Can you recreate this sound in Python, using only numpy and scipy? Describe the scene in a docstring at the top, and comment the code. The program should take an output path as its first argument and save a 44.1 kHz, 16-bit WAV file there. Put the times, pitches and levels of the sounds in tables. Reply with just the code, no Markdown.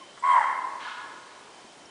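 """A deer-like animal gives one loud alarm bark in a forest: a honk, chopped by the beat of its throat,
that turns hoarse as its pitch drops. The trees throw it back in a long echo, and a fainter, hoarse
call follows from farther off. Under it lie a thin insect-like whine, small bird notes, a few ticks
in the brush, a low rustle and a soft hiss."""
import sys
import numpy as np
from scipy import signal
from scipy.fft import rfft, irfft
from scipy.io import wavfile
from scipy.ndimage import uniform_filter1d

SR = 44100
rng = np.random.default_rng(int(sys.argv[2]) if len(sys.argv) > 2 else 0)


def generate_wav(sig):
    """Save sig (samples, or channels by samples) to the path in sys.argv[1] as 16-bit PCM at SR."""
    pcm = np.round(np.clip(np.atleast_2d(sig).T, -1, 1) * 32767).astype(np.int16)
    wavfile.write(sys.argv[1], SR, pcm)


N = 83790
T = np.arange(N) / SR
BIN_HZ = np.fft.rfftfreq(N, 1 / SR)

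# Each row: time in seconds, pitch in Hz, tone level in dB, rasp level in dB.
BARK_CONTOUR = [(0.225, 985, -39, -67), (0.241, 1038, -20, -36.5), (0.273, 1066, -20.5, -36),
                (.305, 1039, -17, -33), (.338, 1018, -17, -31.5), (0.369, 975.5, -17.5, -28.5),
                (.407, 881, -22, -30.5), (.427, 794.3, -26, -31.5), (.445, 756, -43.5, -29)]
# Each row: time in seconds, chop depth from 0 to 1.
CHOP_DEPTH = [(.36, 1.0), (.4, 0.74)]
# Each row: time in seconds, octave level in dB relative to the fundamental.
OCTAVE_LEVEL = [(.24, -16), (.27, -20.5), (.3, -17), (.34, -16.5), (.4, -19.5)]
# Each row: frequency in Hz, relative rasp level in dB.
RASP_SPECTRUM = [(60, -61), (200, -34), (480, -23), (680, -1), (900, 0), (1250, -1.5), (1700, -2.5),
                 (2130, -5), (2350, -23.5), (2850, -18.5), (3200, -34), (3700, -37), (6000, -35),
                 (10000, -52)]
# Each row: frequency in Hz, relative level of the rush of air in dB.
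AIR_SPECTRUM = [(1000, -33), (3500, 3.5), (6200, -8.5), (7600, 2.5), (9000, 1.5), (10500, -24)]


def bark():
    """A high tone chopped by the throat, with rasp on each beat; air and a resonance at full effort."""
    flutter_hz, closure_s, squareness = 81.92, 0.2347, 1.73
    jitter_start, jitter_end, slip_rad, rough_rad = 0.004, 0.021, 0.21, 0.6
    times_s, pitch_hz, tone_db, rasp_db = np.transpose(BARK_CONTOUR)
    jitter = np.interp(T, [times_s[3], times_s[-2]], [jitter_start, jitter_end])
    phase = phase_rad(np.interp(T, times_s, pitch_hz) * (1 + jitter * band(0, 160)))
    beat = np.pi * flutter_hz * (T - closure_s) + slip_rad * jitter / jitter_end * band(0, 35)
    chop = np.interp(T, *np.transpose(CHOP_DEPTH))
    flap = chop * np.tanh(squareness * np.sin(beat)) + 0.82 * np.sqrt(1 - chop ** 2)
    octave = amp(np.interp(T, *np.transpose(OCTAVE_LEVEL))) * np.sin(2 * phase + rough_rad * band(0, 110))
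    tone = np.sqrt(2) * flap * (np.sin(phase) + octave) * envelope(times_s, tone_db)
    puffs = rng.standard_normal(N) * (1 + 0.39 * np.cos(2 * beat))
    rasp = colour(puffs, RASP_SPECTRUM) * envelope(times_s, rasp_db)
    ring = amp(-45) * band(3168, 55) * swell(peak_s=0.313, width_s=0.051)
    air = amp(-51) * colour(rng.standard_normal(N), AIR_SPECTRUM) * swell(peak_s=0.31, width_s=0.073)
    return tone + rasp + (ring + air) * (T > times_s[0])


# Each row: frequency in Hz, time to decay by 60 dB in seconds.
FOREST_T60 = [(300, 3.6), (700, 1.9), (1000, 2.06), (1500, 1.29), (2100, 1.33), (3200, 0.95), (8000, 1.5)]
# Each row: delay in seconds, relative level in dB.
TREE_ECHOES = [(0.199, -20), (0.284, -21), (0.441, -24)]
# Each row: frequency in Hz, gain in dB.
FOREST_EQ = [(300, 3.5), (750, 1), (920, -4), (1070, 3.5), (1200, -0.5), (1400, 2), (1800, 4), (2120, 5),
             (3000, 2), (9000, 3.5)]


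def forest_echo(source):
    """Near scatter, a long tail and smeared echoes from stands of trees, all coloured by the forest."""
    smear_s, clearing_s = 0.02, 0.068
    response = amp(-6.5) * scatter(FOREST_T60, build_s=0.03)
    response += amp(-2) * scatter(t60_points=[(300, 0.41), (8000, 0.41)], build_s=0.03)
    for delay_s, db in TREE_ECHOES:
        burst = rng.standard_normal(N) * (T >= delay_s) * np.exp(-abs(T - delay_s) / smear_s)
        response += amp(db) * unit(burst) / np.sqrt(N)
    response *= 1 - np.exp(-(T / clearing_s) ** 2)  # open ground delays the first scatter
    response = irfft(rfft(response) * amp(log_interp(FOREST_EQ, BIN_HZ)), N)
    return signal.fftconvolve(source, response)[:N]


def scatter(t60_points, build_s):
    """Impulse response of many trunks: builds up, then dies band by band."""
    hz, frame_s, noise = signal.stft(rng.standard_normal(N), SR, nperseg=256)
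    decay = amp(-60 * frame_s / log_interp(t60_points, hz)[:, None])
    tail = signal.istft(noise * decay, SR, nperseg=256)[1][:N]
    build = 1 - np.exp(-T / build_s)
    reference = amp(-60 * T / log_interp(t60_points, hz=910)) * build
    return tail * build / np.linalg.norm(reference)


# Each row: time in seconds, relative throat level in dB, relative hiss level in dB.
FAR_CONTOUR = [(0.786, -73, -67), (0.805, -42, -41.5), (0.871, -34, -40), (0.931, -38.5, -42),
               (1.0, -50, -51.5), (1.09, -43, -81), (1.16, -81, -49)]
# Each row: pitch in Hz, rms waver in Hz, relative level in dB.
FAR_TONES = [(964, 61.2, -2.5), (1256, 56, -4), (1476, 23.9, -1), (1688, 29.8, -0.5), (2112, 25.5, -8)]
# Each row: frequency in Hz, relative level in dB.
FAR_HISS_SPECTRUM = [(100, -49), (400, -18), (1000, -1.5), (1600, -5.5), (2400, -3), (3300, -1), (4100, -6),
                     (5200, -16), (7000, -20.5), (10000, -31)]


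def far_call():
    """Wavering, flickering throat tones and hiss, heard directly and scattered by the trees."""
    times_s, throat_db, hiss_db = np.transpose(FAR_CONTOUR)
    throat = np.zeros(N)
    for hz, waver_hz, db in FAR_TONES:
        flicker = 1 + 0.62 * band(0, 90)
        throat += amp(db) * flicker * np.sin(phase_rad(hz + waver_hz * band(0, 70)))
    call = unit(throat) * envelope(times_s, throat_db)
    call += colour(rng.standard_normal(N), FAR_HISS_SPECTRUM) * envelope(times_s, hiss_db)
    echo = signal.fftconvolve(call, scatter(FOREST_T60, build_s=0.019))[:N]
    return amp(-4.5) * call + amp(-3.5) * echo


# Each row: time in seconds, level in dB.
WHINE_LEVEL = [(0, -57), (0.036, -55), (.15, -60.5), (.3, -70), (1.451, -66), (1.64, -64), (1.78, -61.5),
               (1.9, -62)]


def whine():
    """A thin insect-like band of noise."""
    return band(hz=3085, half_width_hz=48) * envelope(*np.transpose(WHINE_LEVEL))


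# Each row: start in seconds, length in seconds, pitch in Hz, rms waver in Hz, level in dB.
BIRD_NOTES = [(.004, 0.036, 1052, 24, -45.5), (0.189, 0.024, 8030, 330, -54),
              (1.856, 0.008, 5480, 160, -50)]


def birds():
    """Short wavering tones, each under a half-sine envelope."""
    out = np.zeros(N)
    for start_s, length_s, hz, waver_hz, db in BIRD_NOTES:
        note = np.sqrt(2) * np.sin(phase_rad(hz + waver_hz * band(0, 294)))
        out += amp(db) * note * np.sin(np.pi * np.clip((T - start_s) / length_s, 0, 1))
    return out


# Each row: start in seconds, centre in Hz, half-width in Hz, decay in seconds, level in dB.
BRUSH_TICKS = [(0.175, 1240, 510, 0.016, -45), (1.644, 328, 70, 0.0078, -45)]


def brush_ticks():
    """Ticks and knocks in the brush: fast-decaying bands of noise."""
    out = np.zeros(N)
    for start_s, hz, half_width_hz, decay_s, db in BRUSH_TICKS:
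        attack = np.clip((T - start_s) / 0.0013, 0, 1)
        out += amp(db) * band(hz, half_width_hz) * attack * np.exp(-abs(T - start_s) / decay_s)
    return out


# Each row: time in seconds, level in dB.
RUSTLE_LEVEL = [(0, -59.5), (.4, -62), (.66, -53), (.8, -53.5), (.93, -71), (1.08, -54.5), (1.3, -60.5),
                (1.45, -58), (1.9, -68)]
# Each row: frequency in Hz, relative level in dB.
RUSTLE_SPECTRUM = [(60, -40), (170, -16), (280, -9.5), (400, -1.5), (600, -6.5), (1200, -24.5)]


def rustle():
    """Low noise that swells and fades."""
    return colour(rng.standard_normal(N), RUSTLE_SPECTRUM) * envelope(*np.transpose(RUSTLE_LEVEL))


# Each row: frequency in Hz, relative level in dB.
HISS_SPECTRUM = [(18, -59), (30, -26.5), (295, -4.5), (491, -5), (611, -4), (901, -4), (1020, -5.5),
                 (1660, -9.5), (2560, -11.5), (3110, -13), (3350, -12), (5720, -15.5), (10000, -21.5),
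                 (13000, -74), (22000, -120)]


def hiss():
    """Soft background noise with faint drifting patches."""
    noise = signal.stft(rng.standard_normal(N), SR, nperseg=1024)[2]
    patches = uniform_filter1d(rng.standard_normal(noise.shape), size=12, axis=0)
    patches_db = unit(uniform_filter1d(patches, size=8, axis=1))
    patchy = signal.istft(noise * amp(patches_db), SR, nperseg=1024)[1][:N]
    return amp(-51) * colour(patchy, HISS_SPECTRUM)


def amp(db):
    """Decibels to gain."""
    return 10 ** (np.asarray(db) / 20)


def unit(x):
    """Scales to rms 1."""
    return x / np.sqrt(np.mean(x ** 2) + 1e-20)


def phase_rad(hz):
    """Running phase of a pitch curve."""
    return 2 * np.pi * np.cumsum(hz) / SR


def log_interp(points, hz):
    """Interpolates on a log-frequency axis."""
    points_hz, values = np.transpose(points)
    return np.interp(np.log(hz + 1), np.log(points_hz + 1), values)


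def envelope(times_s, db):
    """Gain curve, silent outside its points."""
    return amp(np.interp(T, times_s, db)) * (T >= times_s[0]) * (T <= times_s[-1])


def swell(peak_s, width_s):
    """Gaussian gain curve."""
    return np.exp(-((T - peak_s) / width_s) ** 2)


def colour(x, spectrum):
    """Filters by a spectrum; rms 1."""
    return unit(irfft(rfft(x) * amp(log_interp(spectrum, BIN_HZ)), N))


def band(hz, half_width_hz):
    """Noise in one resonance, rms 1; at 0 Hz, a random wander."""
    return unit(irfft(rfft(rng.standard_normal(N)) / (1 + ((BIN_HZ - hz) / half_width_hz) ** 2), N))


def scene():
    """The bark and its echo over the quiet forest; mono."""
    call = bark()
    life = whine() + birds() + brush_ticks()
    life += amp(-13.5) * signal.fftconvolve(life, scatter(FOREST_T60, build_s=0.0067))[:N]
    life += rustle()
    return (call + forest_echo(call) + far_call() + life + hiss())[None]


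def record(dry):
    """Steep low-pass."""
    cutoff_hz = 10150
    low_pass = signal.firwin(511, cutoff_hz, window=("kaiser", 9), fs=SR)
    return signal.oaconvolve(dry, low_pass[None], "same")


dry = scene()
out = record(dry)
generate_wav(out)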